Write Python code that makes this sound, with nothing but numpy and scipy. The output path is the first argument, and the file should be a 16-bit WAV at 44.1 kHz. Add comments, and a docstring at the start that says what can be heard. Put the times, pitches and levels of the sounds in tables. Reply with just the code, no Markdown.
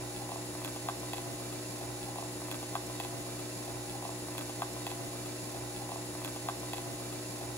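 """A stream of coffee falls from a capsule machine into a mug on a kitchen counter, close to a phone.
Each drop excites the modes of the mug's air, heard as a plop and a ring with a splash, and the wall
behind reflects them. Underneath, the mug gurgles, the pump hums at harmonics of the mains, and the
capsule spins at some 62 turns a second, with a whir from its drive and a hiss of air and spray.
The same cycle of 1.87 s repeats throughout, in stereo."""
import sys
import numpy as np
from scipy import signal
from scipy.fft import rfft, irfft
from scipy.io import wavfile
from scipy.ndimage import uniform_filter1d

SR = 44100
rng = np.random.default_rng(int(sys.argv[2]) if len(sys.argv) > 2 else 0)


def wrap_up_sound(samples):
    """Save the sound to the file named by the first command line argument, as 16-bit audio."""
    columns = np.atleast_2d(samples).T
    # keep every value between -1 and 1, then stretch to whole-number steps
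    tamed = np.clip(columns, -1, 1)
    steps = np.round(tamed * 32767).astype(np.int16)
    wavfile.write(sys.argv[1], SR, steps)


N = 333837

CYCLE = 82320  # samples
CYCLE_S, CYCLE_TIME_S = CYCLE / SR, np.arange(CYCLE) / SR
BINS_HZ = np.arange(CYCLE // 2 + 1) * SR / CYCLE
SIDES = np.array([[1], [-1]])  # left, right

# How alike left and right sound at each pitch, wide in the middle and nearly one signal
# in the high hiss: frequency_hz, likeness (0 to 1)
STEREO_LIKENESS = [(60, 0.8), (120, 1), (350, 0.78), (650, 0), (1100, 1), (2100, 0.22), (7200, 0.37),
                   (8400, 0.99), (15000, 1)]
# Phase lead of the left microphone port over the right: frequency_hz, lead_rad
PORT_LEAD = [(1100, 1), (3000, 1.7), (5200, 2.5), (6300, 0), (8600, -3.5), (11000, -6), (13600, -10),
             (15700, -12.5)]
# Level of the left port above the right: frequency_hz, difference_db
PORT_LEVEL_DIFFERENCE = [(400, 0.5), (3000, -.5), (5400, -5), (7000, 0.5)]
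# Pump hum, in multiples of the mains frequency: harmonic, level_db
PUMP_HARMONICS = [(1, -63.0), (2, -47.7), (3, -65.9), (4, -58.3), (5, -49.5), (6, -50.3), (7, -65.7),
                  (8, -57.5), (9, -58.5), (10, -61.4), (11, -60.0), (13, -68.9), (15, -65.7), (18, -66.2)]
# Noise spectrum of the drive in its housing: frequency_hz, density_db_per_hz
WHIR_SPECTRUM = [(25, -105), (38, -84), (52, -79.5), (90, -80.5), (160, -78.5), (215, -79), (315, -74),
                 (410, -80.5), (510, -81), (690, -83.5), (760, -97), (830, -87), (930, -86.5),
                 (1100, -91.5), (1380, -88), (1900, -105.0)]
# Capsule tones, in multiples of the turn rate: harmonic, level_db
CAPSULE_HARMONICS = [(1, -73.0), (2, -62.8), (3, -63.4), (4, -68.4), (5, -63.0), (6, -57.4), (7, -70.0),
                     (9, -65.0), (10, -60.6), (11, -59.7), (12, -66.0), (13, -58.5), (14, -64.0),
                     (16, -62.3), (17, -65.8), (20, -69.8), (21, -70.8), (23, -73.1), (24, -69.1),
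                     (25, -72.1), (27, -72.5), (29, -75.4), (31, -71.1), (48, -70.3)]
# Noise spectrum of air and spray around the capsule: frequency_hz, density_db_per_hz
HISS_SPECTRUM = [(900, -105.0), (1400, -94), (1950, -85), (2250, -90.5), (3200, -90), (4500, -86.5),
                 (6100, -88.5), (7500, -84.5), (8600, -81.5), (10000, -85.5), (11700, -92), (13000, -92.5),
                 (14400, -102), (15500, -94.5)]
# Narrow peaks and notches of the brewing head: centre_hz, width_hz, gain_db
HEAD_RESONANCES = [(2341, 22, 9.5), (2690, 190, 3.5), (3787, 21, 13.5), (4100, 44, 7.5), (4515, 46, 9),
                   (6970, 145, 8), (7200, 15, -4), (8150, 98, 6), (8800, 150, -12), (9880, 63, 5),
                   (10200, 76, 4), (11200, 78, 4), (12660, 130, 8)]
# Air modes along the mug's depth: pitch_hz, relative_db, t60_s
DEPTH_MODES = [(723, -3, 0.041), (828, -0.5, 0.028), (980, -5, 0.019), (1055, -2.5, 0.023),
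               (1154, -9.5, 0.042), (1542, -2, 0.039)]
# Air modes across the mug, from wall to wall: pitch_hz, relative_db, t60_s
CROSS_MODES = [(2026, 1.5, 0.0097), (2630, 2, 0.018), (3370, 6.5, 0.0089), (3890, 6.5, 0.0044)]
# Large drops landing within one cycle: start_s, plop_db, plop_top_hz, ring_db
LARGE_DROPS = [(.163, -62, 1100, -47.5), (.2195, -42, 920, -67), (.2905, -41.5, 1050, -54),
               (.3175, -36, 1100, -50), (.358, -39, 1110, -53), (.5505, -43, 1300, -56),
               (.616, -45, 1300, -52.5), (.6475, -42.5, 2380, -40), (.677, -43, 1320, -46),
               (.761, -43.5, 1260, -50), (.8865, -29, 1360, -41.5), (1.031, -41, 1100, -55),
               (1.1335, -35, 1050, -39), (1.170, -62, 1100, -47), (1.1815, -39.5, 1030, -45),
               (1.3985, -47, 1090, -61), (1.526, -56, 1100, -50.5), (1.811, -42, 950, -58)]


def undb(db):
    """Amplitude ratio of a level in decibels."""
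    return 10 ** (np.asarray(db) / 20)


def curve(table):
    """Linear interpolation of a table on a logarithmic frequency axis."""
    hz, value = np.transpose(table)
    return np.interp(np.log(BINS_HZ + 1), np.log(hz), value)


def fluctuation(rate_hz):
    """Low-pass Gaussian noise of unit variance, periodic over one cycle."""
    spectrum = rfft(rng.standard_normal(CYCLE)) * np.exp(-(BINS_HZ / rate_hz) ** 2) * (BINS_HZ > 0)
    drift = irfft(spectrum)
    return drift / drift.std()


def repeat(sound, overlap=256):
    """Periodic extension of one cycle; any overhang joins its start in an equal-power crossfade."""
    cycle = sound[:, :CYCLE].copy()
    if sound.shape[1] > CYCLE:
        fade = np.linspace(0, np.pi / 2, overlap)
        overhang = sound[:, CYCLE:CYCLE + overlap]
        cycle[:, :overlap] = sound[:, :overlap] * np.sin(fade) + overhang * np.cos(fade)
    return cycle[:, np.arange(N) % CYCLE]


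def port_response():
    """Transfer functions of the two ports, each taking half the phase and level difference."""
    return np.exp(.5j * curve(PORT_LEAD) * SIDES) * undb(curve(PORT_LEVEL_DIFFERENCE) / 2 * SIDES)


def stereo_noise(density_db):
    """Stereo width: the less of one noise left and right share, the wider it sounds."""
    shared, own = rfft(rng.standard_normal((2, CYCLE)))
    likeness = np.clip(curve(STEREO_LIKENESS), 0, 1)
    right = likeness * shared + np.sqrt(1 - likeness ** 2) * own
    return irfft(np.array([shared, right]) * port_response() * undb(density_db)) * np.sqrt(SR / 2)


def partial(phase, pitch_hz, level_db, hz_per_rad=1300):
    """A sinusoid whose phase difference between the ports grows with frequency, up to 2 radians."""
    start, side = rng.uniform(0, 2 * np.pi), rng.choice([-1, 1])
    offset = side * min(pitch_hz / hz_per_rad, 2) / 2 * SIDES
    return np.sqrt(2) * undb(level_db) * np.sin(phase + start + offset)


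def kitchen(spectrum, wall_s=0.0091, smear_s=.0025, wall_db=-3.5, tail_db=-12, t60_s=0.26):
    """Superposition of the direct sound, an early reflection from the wall and a reverberant tail."""
    t = np.arange(12000) / SR
    wall = rfft(rng.standard_normal(len(t)) * np.exp(-((t - wall_s) / smear_s) ** 2), CYCLE)
    wall = wall / (abs(wall) + .2 * abs(wall).mean())  # all pitches reflect about equally
    tail = rng.standard_normal((2, len(t))) * undb(-60 * t / t60_s) * (t > wall_s)
    tail = rfft(tail / np.sqrt(np.sum(tail[0] ** 2)), CYCLE)
    return irfft(spectrum * (port_response() * (1 + undb(wall_db) * wall) + undb(tail_db) * tail))


def pump_hum(mains_hz=60, waver_db=0.16):
    """Forced vibration at harmonics of the mains, each wavering slightly with the load."""
    phase = 2 * np.pi * mains_hz * CYCLE_TIME_S
    return sum(partial(k * phase, k * mains_hz, db + waver_db * fluctuation(20))
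               for k, db in PUMP_HARMONICS)


def drive_whir(uneven_db=2.56):
    """Structure-borne noise: the drive shakes the housing, a little unevenly."""
    return stereo_noise(curve(WHIR_SPECTRUM)) * undb(uneven_db * fluctuation(31))


def capsule_spin(turn_hz=62.42, wander=0.00206, flutter_db=3.0, overlap=256):
    """Frequency modulation: wandering speed broadens the high harmonics most; each flutters in level."""
    wrapped = np.arange(CYCLE + overlap) % CYCLE
    speed_hz = turn_hz * (1 + wander * fluctuation(5.7)[wrapped])
    phase = 2 * np.pi * np.cumsum(speed_hz) / SR
    return sum(partial(k * phase, k * turn_hz, db + flutter_db * fluctuation(7.9)[wrapped])
               for k, db in CAPSULE_HARMONICS)


def spray_hiss(flicker_db=0.6, ripple_db=2.5, ripple_bins=90):
    """Broadband excitation: air and spray drive the resonances of the brewing head."""
    resonance_db = sum(db / (1 + (2 * (BINS_HZ - hz) / width) ** 2) for hz, width, db in HEAD_RESONANCES)
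    weak_modes = uniform_filter1d(rng.standard_normal(len(BINS_HZ)), ripple_bins) * np.sqrt(ripple_bins)
    density_db = curve(HISS_SPECTRUM) + resonance_db + ripple_db * weak_modes
    return stereo_noise(density_db) * undb(flicker_db * fluctuation(77))


def swell(start_s=1.66, attack_s=.15, hold_s=.42, release_s=.12):
    """Trapezoidal envelope from 0 to 1 and back, once a cycle."""
    since_s = (CYCLE_TIME_S - start_s) % CYCLE_S
    return np.interp(since_s, np.cumsum([0, attack_s, hold_s, release_s]), [0, 1, 1, 0])


def air_resonance(centre_hz, width_hz, level_db, rough_db=1.5):
    """A randomly driven resonance gives a narrow band of noise, here roughened in level."""
    band = stereo_noise(-20 * np.log10(1 + (2 * (BINS_HZ - centre_hz) / width_hz) ** 2))
    return band / band.std() * undb(level_db + rough_db * fluctuation(38))


def mug_murmur(gurgle_db=-66, swell_db=9.5, trickle_db=-70):
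    """Sustained excitation of the mug's air by the stream: a swelling gurgle and a steady trickle."""
    gurgle = air_resonance(centre_hz=815, width_hz=80, level_db=gurgle_db + swell_db * swell())
    trickle = air_resonance(centre_hz=1080, width_hz=210, level_db=trickle_db)
    return gurgle + trickle


def damped_modes(modes, attack_s):
    """Free vibration: modes build up over a soft contact and decay exponentially."""
    t = np.arange(4096) / SR
    waves = sum(undb(db - 60 * t / t60) * np.sin(2 * np.pi * hz * (t - attack_s)) for hz, db, t60 in modes)
    return waves * (1 - np.exp(-(t / attack_s) ** 2))


def impacts(start_s, level_db, response):
    """Convolution of impulses with a response, as a spectrum; level_db is the rms of its first 6 ms."""
    impulses = np.zeros(CYCLE)
    np.add.at(impulses, np.round(start_s * SR).astype(int) % CYCLE, undb(level_db))
    onset_rms = np.sqrt(np.mean(response[:265] ** 2))
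    return rfft(impulses) * rfft(response / onset_rms, CYCLE)


def splash(t60_s=0.0055, centre_hz=12000, half_width_hz=5500, size=1024):
    """A splash is a broadband transient: treble noise with a fast exponential decay."""
    burst = rng.standard_normal(size) * undb(-60 * np.arange(size) / SR / t60_s)
    return irfft(rfft(burst, CYCLE) / (1 + ((BINS_HZ - centre_hz) / half_width_hz) ** 4))[:size]


def plop(top_hz, low_hz=610):
    """Impulse response of the mug's depth modes; a softer landing excites a narrower band."""
    band = signal.butter(4, [low_hz, top_hz], "bandpass", fs=SR, output="sos")
    return signal.sosfilt(band, damped_modes(DEPTH_MODES, attack_s=0.00026))


def coffee_stream(small_plop_db=-53, small_ring_db=-60, scatter_db=1.5, small_count=50):
    """Impact excitation of the mug's air: large drops plop, ring and splash; small ones patter between."""
    start_s, plop_db, top_hz, ring_db = np.transpose(LARGE_DROPS)
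    ring = damped_modes(CROSS_MODES, attack_s=0.00029)
    # A harder landing splashes more: 4 dB per octave of the plop's upper edge.
    splash_db = ring_db - 6 + 4 * np.log2(top_hz / 1000)
    large = sum(impacts(s, db, plop(hz)) for s, db, hz in zip(start_s, plop_db, top_hz))
    large += impacts(start_s, ring_db, ring) + impacts(start_s, splash_db, splash())
    patter_s = rng.uniform(0, CYCLE_S, small_count)
    offset_db = scatter_db * np.clip(rng.standard_normal((small_count, 2)), -2, 2)
    small = impacts(patter_s, small_plop_db + offset_db[:, 0], plop(top_hz=1150))
    small += impacts(patter_s, small_ring_db + offset_db[:, 1], ring)
    return kitchen(large + small)


def scene():
    """Linear superposition of the machine and its stream, cycle after cycle."""
    cycle = pump_hum() + drive_whir() + spray_hiss() + mug_murmur() + coffee_stream()
    return repeat(cycle) + repeat(capsule_spin())


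def record(dry, cutoff_hz=15650):
    """Band limiting: the phone's steep low-pass filter removes the highest treble."""
    return signal.sosfilt(signal.ellip(10, .1, 80, cutoff_hz, fs=SR, output="sos"), dry)


dry = scene()
out = record(dry)
wrap_up_sound(out)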